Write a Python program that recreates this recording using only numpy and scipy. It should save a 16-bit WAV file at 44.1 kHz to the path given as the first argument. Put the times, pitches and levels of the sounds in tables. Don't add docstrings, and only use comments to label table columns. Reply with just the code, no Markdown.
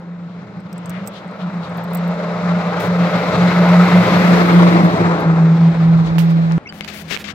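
import sys
import numpy as np
from scipy import signal
from scipy.fft import rfft, irfft, next_fast_len
from scipy.io import wavfile
from scipy.ndimage import uniform_filter1d

SR = 44100
rng = np.random.default_rng(int(sys.argv[2]) if len(sys.argv) > 2 else 0)


def wav_record(signal):
    frames = np.transpose(np.atleast_2d(signal))
    bounded = np.clip(frames, -1, 1)
    quanta = np.round(bounded * 32767).astype(np.int16)
    wavfile.write(sys.argv[1], SR, quanta)


def volts_from_db(level):
    exponent = np.asarray(level, float) / 20
    return 10 ** exponent


N = 323694
TIME = np.arange(N) / SR
SCENE_CHANGE_S = 6.581


def curves(table):
    s, *columns = np.transpose(table)
    return [np.interp(TIME, s, column) for column in columns]


def at(table, hz):
    table_hz, value = np.transpose(table)
    return np.interp(np.log(hz), np.log(table_hz), value)


def bumps(table):
    return sum(db * np.exp(-((TIME - s) / width) ** 2) for s, db, width in table)


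def unit(x):
    return x / np.sqrt(np.mean(x ** 2))


def band(x, hz, width):
    return signal.lfilter(*signal.iirpeak(min(hz, .45 * SR), hz / width, fs=SR), x)


def steep_band(x, hz, width):
    return band(band(x, hz, width), hz, width)


def walk(rate, size=N):
    hold = int(SR / rate)
    steps = np.repeat(rng.standard_normal(size // hold + 1), hold)
    return 1.469 * uniform_filter1d(uniform_filter1d(steps, hold), hold)[:size]


def smeared(phase, rate):
    return walk(rate, size=len(phase)) * np.sin(phase) + walk(rate, size=len(phase)) * np.cos(phase)


def gliding_phase(hz):
    return 2 * np.pi * np.cumsum(hz) / SR


def add(out, x, s):
    i = int(s * SR)
    out[..., i:i + x.shape[-1]] += x[..., :N - i]


def facing(level_db, front_db, near_db, behind_db, kept, far_db):
    speed_m_s, passes_s, kerb_m, closest_db = 10.9, 4.387, 4.77, -23.5
    along = speed_m_s * (TIME - passes_s)
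    metres = np.hypot(along, kerb_m)
    behind = (1 + along / metres) / 2
    db = front_db + near_db * kerb_m / metres + behind * (behind_db + kept * (closest_db - level_db))
    return 10 * np.log10(volts_from_db(2 * db) + volts_from_db(2 * (far_db - level_db)))


# time in seconds, samples the left leads, left minus right in dB.
PORT_LEAD = [(0, 4.5, 0), (3.3, 5, 0), (3.8, 4, 0), (4.3, 8, 0), (4.8, 13, 0), (5.3, 8, 0), (5.75, -2, -.6),
             (6.1, -14, -2), (6.57, -17, -2), (6.6, 6, 0)]


def ports(common, reach=1):
    lead, pan_db = curves(PORT_LEAD)
    left = np.interp(np.arange(N) + reach * lead, np.arange(N), common)
    return np.array([volts_from_db(pan_db / 2) * left, volts_from_db(-pan_db / 2) * common])


# frequency in Hz, share common to both (0 to 1).
PORTS_ALIKE = [(30, 0.91), (60, 0.86), (110, 1), (250, 0.8), (550, 0.96), (1200, 0.73), (2200, 0.41),
               (4200, 0.3), (9000, .05)]
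# frequency in Hz, left minus right in dB.
LEFT_FAVOUR = [(600, 0), (1700, 4.5), (4200, 6.5), (8000, -2.5), (12000, -7.5)]
# time in seconds, common share lost (0 to 1), half width in seconds.
FROM_ALL_SIDES = [
    (.8, .25, 0.54),
    (4.45, .45, 0.24),
    (5.9, .4, .35),
]


def noise_bands(colour, db_of, flicker_db):
    bass, treble, own = 0, 0, 0
    for hz in 32 * 2 ** (np.arange(28) / 3):
        gain = volts_from_db(db_of(hz) + 10 * np.log10(hz) + flicker_db * walk(12))
        shared, *separate = (unit(steep_band(v, hz, hz / 3)) for v in rng.standard_normal((3, N)))
        alike = np.clip(at(PORTS_ALIKE, hz) * (1 - bumps(FROM_ALL_SIDES) * min(hz / 1000, 1)), 0, 1)
        side = volts_from_db(np.array([[.5], [-.5]]) * at(LEFT_FAVOUR, hz))
        common = side * gain * np.sqrt(alike) * shared
        if hz > 1700:
            treble = treble + common
        else:
            bass = bass + common
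        own = own + side * gain * np.sqrt(1 - alike) * np.array(separate)
    flat = own
    for common, reach in ((bass, 1), (treble, .35)):
        flat = flat + np.array([ports(common[0], reach)[0], ports(common[1], reach)[1]])
    size = next_fast_len(N + SR)
    hz = np.arange(1, size // 2 + 2) * SR / size
    return irfft(rfft(flat, size) * volts_from_db(at(colour, hz)), size)[:, :N]


# time in seconds, level in dB.
STACK_DB = [(0.0, -28.5), (0.8, -24.5), (.98, -23.5), (1.25, -26.5), (1.5, -22.5), (1.7, -24), (2.1, -19.5),
            (2.5, -15), (3.05, -14), (3.4, -10), (4.0, -6.5), (4.6, -6.5), (5.05, -14.5), (5.45, -6),
            (6.3, -10.5), (6.58, -14.5)]
# time in seconds, depth in dB, half width in seconds.
ECHO_FADES = [(.02, -7, 0.033), (.185, -6, .03), (.29, -10, 0.012), (.425, -13, .04), (.472, -12, 0.013),
              (.515, -18, 0.051), (.615, -19, 0.019), (.7, -28, 0.023), (.76, -5, 0.018), (.86, -8, .015),
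              (.91, -4, .03), (1.003, -14, 0.0088), (1.08, -11.5, 0.043), (1.125, -15, 0.011),
              (1.195, -12, 0.025), (1.235, -25, 0.016), (1.35, -16, 0.045), (1.41, -14, 0.0081),
              (1.513, -27, 0.019), (1.67, -19, 0.02), (1.8, -3, 0.027), (2.22, -9, 0.052),
              (2.34, -7.5, 0.064), (2.63, -9, 0.028), (2.74, -8, 0.044), (2.82, -5, 0.061),
              (2.97, -1, 0.026), (3.105, -13, 0.03), (3.18, -10, 0.012), (3.245, -15, 0.052),
              (3.312, -22, 0.0099), (3.352, -16, 0.025), (3.527, -8.5, 0.029), (3.653, -3.5, 0.027),
              (3.895, -5, 0.042), (4.045, -20, 0.018), (4.092, -19.5, 0.016), (4.16, -6, 0.12),
              (4.225, -5, 0.012), (4.4, -6, 0.067), (4.5, -7.5, 0.043), (4.714, -6.5, 0.019),
              (4.9, -6.5, 0.024), (4.975, -21, 0.016), (5.09, -1.5, 0.032), (5.18, -12, 0.032),
              (5.23, -11, 0.027), (5.35, -4.5, 0.045), (5.575, -6.5, 0.039), (5.755, -11.5, 0.051),
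              (6.07, -7.5, 0.047), (6.13, -3.5, 0.061)]


def exhaust_stack(shaft, smear_db):
    tone = np.sin(6 * shaft) + volts_from_db(smear_db) * smeared(6 * shaft, 30)
    tone = tone / np.sqrt(1 + 2 * volts_from_db(2 * smear_db))
    level_db = curves(STACK_DB)[0] + bumps(ECHO_FADES)
    return ports(np.sqrt(2) * volts_from_db(level_db) * tone, reach=1.4)


# time in seconds, frequency in Hz.
SEVENTH_PITCH = [(0, 199.2), (1.5, 200.8), (2.2, 203.9), (2.8, 201), (4.1, 203.4), (4.6, 196.6),
                 (5.3, 192.2), (6.6, 191.9)]
# time in seconds, change in dB, half width in seconds.
SEVENTH_PLACES = [(.5, 12.5, 0.72), (1.0, 8, 0.06), (1.55, 12.5, 0.065), (1.78, -10, 0.086),
                  (2.15, 3.5, 0.51), (2.63, 4, 0.069), (3.7, -8, 0.14), (4.04, 9, 0.1), (4.28, 7, 0.17),
                  (4.5, -10, .04), (4.83, 16.5, 0.0099), (5.03, 1, 0.031), (5.31, 4, .04)]


def seventh_order(smear_db):
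    level_db = curves(ROAR_LEVEL)[0] - 9.5 + bumps(SEVENTH_PLACES)
    phase = gliding_phase(curves(SEVENTH_PITCH)[0])
    tone = np.sin(phase) + volts_from_db(smear_db + 5) * smeared(phase, 25)
    return ports(np.sqrt(2) * volts_from_db(level_db - 3) * tone, reach=1.4)


# multiple of the shaft rate, level in dB against the stack tone.
OTHER_ORDERS = [(2, -33.5), (3, -35), (4, -35.5), (12, -31)]


def other_orders(shaft):
    level_db = curves(STACK_DB)[0] + bumps(ECHO_FADES)
    mean_db = uniform_filter1d(level_db, SR // 2)
    orders = sum(volts_from_db(db + 0.99 * mean_db - 2.0 + 2.0 * walk(3.9)) * np.sin(k * shaft) for k, db in OTHER_ORDERS)
    return ports(np.sqrt(2) * orders, reach=3.0)


# multiple of the shaft rate, level in dB against the roar.
CLATTER = [(15, -12.5), (18, -11.5), (21, -11), (24, -27), (31, -33.5), (44, -15.5), (50, -23), (66, -36),
           (71, -23.5)]
CLATTER_VIEWS = {21: [(2.15, 5.5, 0.23), (3.65, 4, 0.11), (4.1, -6.5, 0.2)], 24: [(4.95, 4, 0.12)],
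                 31: [(4.9, 8, .15)], 18: [(3.6, -5.5, .3), (4.7, 3, 0.093), (2.4, -8.5, .15),
                 (4.2, 1.5, .15)], 44: [(.6, -11, 0.56), (2.6, -3, 0.16), (3.75, 7, 0.25)],
                 50: [(3.8, 10, 0.37)], 66: [(4.45, 17.5, .25)], 71: [(3.9, 10.5, 0.51)]}
# dB from the front, dB gained alongside, dB gained from behind,
# dB kept per dB lost going away, far traffic in dB.
BLOCK_FACING = (0, 4, -9, 0, -69)
# multiple of the shaft rate, level in dB against that band.
DRONE_ORDERS = [(11, -4.5), (12, -1.5)]


def block_clatter(shaft):
    level_db, = curves(ROAR_LEVEL)
    block_db = level_db + facing(level_db, *BLOCK_FACING)
    drone_db = facing(level_db, *DRONE_FACING)
    out = np.zeros(N)
    for k, db in CLATTER:
        swell_db = bumps(CLATTER_VIEWS.get(k, [])) + 0.64 * walk(4)
        out += volts_from_db(db + block_db + swell_db) * smeared(k * shaft, k * (3.5 + k / 30))
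    for k, db in DRONE_ORDERS:
        out += volts_from_db(db + level_db + 1.39 * drone_db) * smeared(k * shaft, 2.5 * k)
    return ports(out)


# time in seconds, frequency in Hz, level in dB.
TURBO_WHISTLE = [(0, 9400, -120), (3.4, 9350, -78), (3.75, 9250, -63), (4.1, 9050, -56), (4.5, 8800, -56),
                 (5.05, 8450, -61), (5.4, 8350, -72.5), (6.6, 8250, -78.5)]


def turbo():
    hz, db = curves(TURBO_WHISTLE)
    return ports(volts_from_db(db + 2.5 * walk(10)) * smeared(gliding_phase(hz), 500))


# time in seconds, stack tone in Hz, smear by scattered echoes in dB.
ENGINE_PITCH = [(0, 172.9, -18), (.5, 174.3, -8.5), (.85, 173.3, -12), (.98, 180.2, -7.5),
                (1.45, 179.8, -5.5), (1.6, 171.9, -14), (2.7, 173.7, -11.5), (3, 175.1, -14),
                (3.4, 175.9, -20), (3.75, 175.3, -13), (4, 176.4, -18), (4.3, 175, -18),
                (4.65, 173.2, -18.5), (4.85, 168.8, -11.5), (5.1, 170.9, -23.5), (5.3, 164.7, -24),
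                (5.8, 166.3, -18), (6.56, 165.2, -23.5)]


def engine():
    hz, smear_db = curves(ENGINE_PITCH)
    shaft = gliding_phase(hz * (1 + .005 * walk(10))) / 6
    tones = exhaust_stack(shaft, smear_db) + seventh_order(smear_db) + other_orders(shaft)
    return tones + block_clatter(shaft) + turbo()


# time in seconds, frequency in Hz, level in dB.
REAR_HOWL = [(0, 440, -81), (4.75, 442, -70), (4.9, 434, -34), (5.3, 414.9, -35.5), (5.62, 395, -38.5),
             (5.8, 390, -70), (6.6, 390.4, -80)]
# time in seconds, frequency in Hz, level in dB.
BENT_HOWL = [(0, 650, -80), (4.3, 650, -60), (4.45, 640, -34), (4.76, 585, -31), (4.9, 635, -32),
             (5.17, 745, -34), (5.3, 760, -70), (6.6, 760, -80)]


def tyre_howl():
    howls = [curves(REAR_HOWL), curves(BENT_HOWL)]
    return ports(sum(volts_from_db(db) * smeared(gliding_phase(hz), 45) for hz, db in howls))


# time in seconds, level in dB.
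ROAR_LEVEL = [(0, -44.5), (.15, -45), (.6, -42.5), (1.0, -38), (1.5, -33.5), (1.85, -31.5), (2.1, -27.5),
              (2.8, -23), (3.1, -21.5), (3.6, -20), (4.4, -18), (4.7, -18.5), (5.2, -21), (5.5, -29.5),
              (6.0, -31), (6.58, -33.5)]
# frequency in Hz, level in dB per Hz.
ROAR_SPECTRUM = [(30, -33), (55, -29), (110, -5), (300, -2), (375, -2), (560, -3), (1400, -7.5),
                 (1650, -11.5), (2200, -12), (3100, -22.5), (3800, -19), (5300, -28), (8000, -38),
                 (9300, -56)]
# dB from the front, dB gained alongside,
# dB gained from behind, dB kept per dB lost going away, far traffic in dB.
RUMBLE_FACING = (-15.5, 9, -3, 0.7, -46)
DRONE_FACING = (-16, 5, 8.5, 0, -44.5)
TREBLE_FACING = (-15.5, 10, -8.5, 0.93, -64.5)
# time in seconds, rumble change in dB, half width in seconds.
ROAD_SEAMS = [(1.38, -1.5, 0.063), (3.7, -4.5, 0.22), (3.35, 4.5, 0.063), (.08, -10, .08), (.55, 3, 0.084),
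              (2.97, -3.5, .05), (4.62, -4, 0.045), (4.8, 2.5, 0.11), (.85, 7, 0.13), (2.12, -10.5, 0.099),
              (2.38, 4.5, 0.049), (2.78, -3.5, 0.062), (3.15, 2, .1), (4.3, 0, .08), (5.0, 10, 0.076),
              (5.6, 11, 0.04), (5.95, 14, 0.15)]
# time in seconds, change in dB, half width in seconds.
AXLE_HISS = [
    (2.3, -1, .2),
    (3.55, 0, 0.22),
    (4.8, 3, 0.45),
    (5.3, -3.5, 0.17),
]


def roar():
    level_db, = curves(ROAR_LEVEL)
    rumble_db = facing(level_db, *RUMBLE_FACING) + 1.5 * walk(7.2) + bumps(ROAD_SEAMS)
    drone_db = facing(level_db, *DRONE_FACING)
    shade_db, clear_s, clearing_s = -3.5, 2.97, 0.055
    treble_db = facing(level_db, *TREBLE_FACING) + bumps(AXLE_HISS)
    treble_db = treble_db + shade_db / (1 + np.exp((TIME - clear_s) / clearing_s))
    swell = .3 * walk(12) + 1.0 * walk(90)

    def db_of(hz):
        low = at([(140, 0.85), (230, 0.021)], hz) * (rumble_db + 14.5)
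        drone = at([(140, 0.065), (230, 0.67), (400, 0.72), (500, 0.11)], hz) * (drone_db + 4.5)
        high = at([(1300, 0.047), (2800, 0.75), (8000, 0.59)], hz) * (treble_db + 10.5)
        return level_db - 31.0 + low + drone + high + swell

    air = np.array([unit(steep_band(v, 12500, 7000)) for v in rng.standard_normal((2, N))])
    air_db = -52 + 0.97 * (level_db + treble_db + 30.0) + bumps([(4.4, 4.5, 0.76)])
    return noise_bands(ROAR_SPECTRUM, db_of, flicker_db=1.0) + air * volts_from_db(air_db)


# time in seconds, share cancelled by the reflection (0 to 1).
ROAD_BOUNCE = [(0, 0.88), (1.3, 0.64), (2.4, 0.71), (3.2, 0.03), (6.6, 0.024)]


def road_bounce(truck):
    return truck - np.clip(curves(ROAD_BOUNCE)[0], 0, 1) * band(truck, 354, 81)


# time in seconds, peak in dB, upper modes in dB, left minus right in dB, ring in dB.
BUCKLE_TICKS = [(0.6025, -53, -20, 3, -24), (0.7287, -35, -16.5, -1, -37), (0.7797, -40, -21, -5, -24),
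                (0.8587, -33, -16, -7, -37), (0.8764, -55, -14, 1, -41), (0.8955, -31, -8, -3, -30),
                (0.9035, -32.5, -21, 1, -54), (1.0656, -40, -13, -6, -33), (1.0742, -25.5, -16, -9, -20),
                (1.082, -38, -8, -6, -27), (1.091, -50, -13, -4, -28), (1.047, -60, -12, -5, -30),
                (1.058, -53, -12, -1, -28), (1.1348, -55, -10, 6, -30), (1.2774, -51, -21, 9, -30),
                (1.3114, -53, -21, 2, -28), (1.4844, -63, -23, 3, -28), (1.695, -50, -19, 8.5, -31),
                (1.7705, -46, 5, -6, -24), (1.7747, -41.5, 7, -8, -17), (1.838, -38.5, -6, -8, -19),
                (1.9072, -49, 10, -3, -37), (1.9333, -33, 7, -10, -11), (1.947, -31.5, -0.5, -7.5, -26),
                (1.9498, -25, 4, -6, -8), (1.9714, -34.5, -11, -9, -20), (1.9806, -48, -18, 1.5, -25),
                (2.0776, -42, 3, -3, -21)]
# frequency in Hz, level in dB, time to die by 60 dB in seconds.
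LOW_MODES = [(5220, 3.5, 0.0067), (6300, -3, 0.007), (8200, 4.5, 0.031), (7800, 3.5, .025)]
HIGH_MODES = [(10100, 4.5, 0.032), (11300, -10, .01), (13880, 13.5, 0.02), (14970, 11.5, .015)]


def buckle():
    out, t = np.zeros((2, N)), np.arange(SR // 12) / SR
    lowpart = signal.butter(3, (4400, 9500), "band", fs=SR, output="sos")
    for s, db, high_db, pan_db, ring_db in BUCKLE_TICKS:
        decay = 2.2 * np.exp(-t / 0.00036) + np.exp(-t / 0.0029) + 0.11 * np.exp(-t / 0.0053)
        rattle = rng.standard_normal(len(t)) * decay
        tick = signal.sosfilt(lowpart, rattle) + volts_from_db(high_db + 11.5) * steep_band(rattle, 12700, 9000)
        for modes, gain in ((LOW_MODES, 1), (HIGH_MODES, volts_from_db(high_db))):
            for hz, mode_db, t60 in modes:
                louder, sharper = rng.standard_normal(2)
                ring = np.exp(-np.log(1000) * t / t60) * np.sin(2 * np.pi * hz * (1 + 0.0052 * sharper) * t)
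                ring = signal.fftconvolve(rattle, ring)[:len(t)]
                tick = tick + gain * volts_from_db(mode_db + 2.0 * louder + ring_db) * ring
        side_db = np.array([[.5], [-.5]]) * np.clip(pan_db - 6.0, -12, 0)
        add(out, tick / np.abs(tick).max() * volts_from_db(db + 3.5 + side_db), s)
    return out


# time in seconds, peak in dB, ring in Hz, cycles of ring, port (0 left, 1 right).
FINGER_TAPS = [(6.182, -20, 900, 1.5, 1), (6.188, -18, 2740, 4.9, 1), (6.5135, -26, 900, 1.5, 0),
               (6.5218, -18.5, 5230, 1.28, 0), (6.725, -17, 1700, 0.63, 0), (6.809, -6.5, 2800, 0.83, 0),
               (6.847, -13.5, 3000, 0.44, 1), (6.879, -29, 2210, 1.2, 1), (6.85, -26, 900, 1, 0),
               (7.013, -31, 1500, 1, 0), (7.245, -22, 2000, 1, 0), (7.288, -15, 2000, 1, 0),
               (7.112, -14, 467, 0.7, 0), (7.1654, -8, 2400, 1.7, 1), (7.174, -10, 2600, .8, 1),
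               (7.304, -45, 7000, 1.2, 1)]
# time in seconds, peak in dB, push in seconds, port (0 left, 1 right).
NAIL_KNOCKS = [
    (6.1833, -1, .00032, 1),
    (6.5136, -10, .0004, 0),
]


def finger_taps():
    out, t = np.zeros((2, N)), np.arange(SR // 50) / SR
    for s, db, hz, cycles, port in FINGER_TAPS:
        ring = np.exp(-t * hz / cycles) * np.sin(2 * np.pi * hz * t)
        click = .8 * ring / ring.max() + 0.05 * rng.standard_normal(len(t)) * np.exp(-t / 0.0004)
        thud = 0.056 * np.exp(-t / 0.0039) * np.sin(2 * np.pi * 550 * t)
        add(out[port], -volts_from_db(db + 4.5) * (click + thud), s)
    for s, db, push_s, port in NAIL_KNOCKS:
        add(out[port], -volts_from_db(db) * np.hanning(int(push_s * SR)), s)
    return out


# start in seconds, length in seconds, level in dB,
# treble in dB, fade in dB over the length.
LEFT_RUBS = [(2.797, 0.1, -29, -8, -14), (4.83, 0.046, -37, -6.5, -3), (5.19, .03, -42, 3, -3.5),
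             (6.724, 0.09, -41, -9, 2), (6.81, 0.045, -36, -30, -6), (6.875, 0.075, -24, -22.5, -13.5),
             (6.924, .115, -33.5, -7.5, 0.6), (7.027, 0.11, -44, -17, 9), (7.075, .03, -38, -14, 6),
             (7.095, 0.074, -19, -20, 0), (7.156, 0.093, -48, -13, 2.5), (7.195, 0.026, -33, -12, 3),
             (7.24, .05, -26, -25, -6), (7.27, .06, -27, -24, 2)]
RIGHT_RUBS = [
    (6.182, 0.1, -22.5, -7, -31),
    (6.291, 0.036, -30.5, -14.5, -4),
    (6.841, 0.051, -33, -18, -14),
    (6.87, 0.053, -53, 2, -4),
    (7.066, 0.052, -56, -23, -5),
    (7.095, 0.099, -45.5, -30, 1),
    (7.177, 0.065, -32.5, -9.5, -4.5),
]


def finger_rubs():
    out = np.zeros((2, N))
    grain = volts_from_db(.7 * walk(300)) * rng.standard_normal(N)
    skin = steep_band(grain, 2040, 2700) + 0.11 * steep_band(grain, 3500, 2600)
    skin = signal.sosfilt(signal.butter(4, 8000, fs=SR, output="sos"), skin)
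    body = unit(skin + 0.91 * band(band(grain, 420, 330), 310, 300))
    treble = unit(steep_band(grain, 13000, 9900))
    for port, rubs in enumerate((LEFT_RUBS, RIGHT_RUBS)):
        for s, length, db, treble_db, fade_db in rubs:
            i, n = int(s * SR), int(length * SR)
            u = np.arange(n) / SR
            rise_s = .003 if fade_db < -4.5 else .016
            shape = np.minimum(u / rise_s, 1) * np.minimum((length - u) / 0.023, 1)
            shape = shape * volts_from_db(db + fade_db * u / length)
            add(out[port], shape * (body[i:i + n] + volts_from_db(treble_db) * treble[i:i + n]), s)
    return out


# start in seconds, level in dB, extra dB on the later partials.
JAY_CALLS = [
    (6.654, -45, 1),
    (6.8, -49, 1),
    (6.944, -51, 1),
    (7.089, -50, -3),
    (7.236, -53, 1),
]
# seconds into the note, length in seconds, start in Hz, end in Hz, level in dB.
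JAY_PARTIALS = [
    (-.004, .034, 2230, 2120, 2),
    (.008, .03, 6100, 5200, -18),
    (.012, .026, 2500, 2950, -4),
    (.034, .02, 2950, 3080, -3),
    (.02, .024, 2250, 2450, -12),
    (.036, .022, 1600, 1510, -9),
    (.03, .026, 4780, 4560, -2),
    (.034, .02, 7650, 7500, -25),
]


def jay():
    out = np.zeros(N)
    for start, note_db, later_db in JAY_CALLS:
        for s, length, start_hz, end_hz, db in JAY_PARTIALS:
            n = int(length * SR)
            phase = gliding_phase(np.linspace(start_hz, end_hz, n))
            raspy = .7 * np.sin(phase) + .75 * smeared(phase, 400)
            add(out, np.hanning(n) * volts_from_db(note_db + 9.5 + db + later_db * (s > 0)) * raspy, start + s)
    t = np.arange(SR // 5) / SR
    houses = rng.standard_normal((2, len(t))) * np.exp(-t / 0.01) * volts_from_db(-29)
    direct = np.array([volts_from_db(4) * out, np.roll(out, 5)])
    return direct + signal.fftconvolve(out[None], houses, axes=1)[:, :N]


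# start in seconds, length in seconds, level in dB, centre in Hz.
LEAF_SWISHES = [(0.209, 0.2, -60, 3400), (0.501, 0.92, -52, 2950), (0.85, 0.029, -40, 900),
                (0.863, 0.19, -40, 1950), (0.9, .1, -54, 3600), (1.132, 0.079, -47, 3200),
                (1.1, .13, -43, 3500), (1.376, 0.081, -43, 3100), (1.6, 0.094, -44, 3600),
                (0.5, 1, -58, 2200), (6.035, 0.08, -41, 3600), (5.95, .08, -53, 4000),
                (6.04, 0.054, -52, 6100), (5.75, 0.15, -49.5, 3900), (.9, 0.027, -37, 1300),
                (1.73, .035, -62, 7500)]


def leaves():
    out = np.zeros((2, N))
    for s, length, db, hz in LEAF_SWISHES:
        n = int(length * SR)
        swish = unit(steep_band(rng.standard_normal((2, n)), hz, hz / 2))
        add(out, np.hanning(n) * volts_from_db(db + np.array([[4], [-4]])) * swish, s)
    return out


# start in seconds, length in seconds, left in dB, right in dB.
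WIND_GUSTS = [
    (1.9, 0.34, -50, -50),
    (2.6, .3, -46, -48),
    (5.55, 0.69, -35, -45),
    (5.95, 0.37, -34, -42),
]


def wind():
    out = np.zeros((2, N))
    buffet = unit(steep_band(rng.standard_normal((2, N)), 75, 70)) * volts_from_db(2.7 * walk(12))
    for s, length, *db in WIND_GUSTS:
        i, n = int(s * SR), int(length * SR)
        add(out, np.hanning(n) * volts_from_db(np.array(db)[:, None]) * buffet[:, i:i + n], s)
    return out


# frequency in Hz, level in dB per Hz.
STREET_SPECTRUM = [(24, -47), (40, -13.5), (191, -3.5), (495, -12), (621, -9), (833, -11.5), (912, -15.5),
                   (1760, -19), (2770, -27.5), (9000, -50), (11700, -67), (19800, -66)]
# frequency in Hz, level in dB.
FAR_HUMS = [(82, -50.5), (165, -42.5), (207, -41)]


def street():
    far = unit(noise_bands(STREET_SPECTRUM, lambda hz: 0, flicker_db=-0.5)) * volts_from_db(-39.5)
    gain = volts_from_db(-17 * np.clip(1 - (TIME - SCENE_CHANGE_S) / 0.14, 0, 1) ** .5)
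    hums = 0
    for hz, db in FAR_HUMS:
        phase = 2 * np.pi * hz * TIME
        hums = hums + volts_from_db(db) * unit(0.72 * np.sin(phase) + smeared(phase, 25))
    return far + gain * hums


def scene():
    truck = road_bounce(engine() + tyre_howl() + roar())
    before = np.clip((SCENE_CHANGE_S - TIME) / 0.0002, 0, 1)
    places = before * truck + (1 - before) * street()
    return places + buckle() + finger_taps() + finger_rubs() + jay() + leaves() + wind()


def low_pass(x):
    return signal.sosfilt(signal.butter(12, 16670, fs=SR, output="sos"), x)


def record(dry):
    hot = np.clip(dry + volts_from_db(-90.5) * rng.standard_normal(dry.shape), -1, 1)
    mix = signal.sosfilt(signal.ellip(8, .3, 45, 15800, fs=SR, output="sos"), hot)
    return low_pass(mix)


dry = scene()
out = record(dry)
wav_record(out)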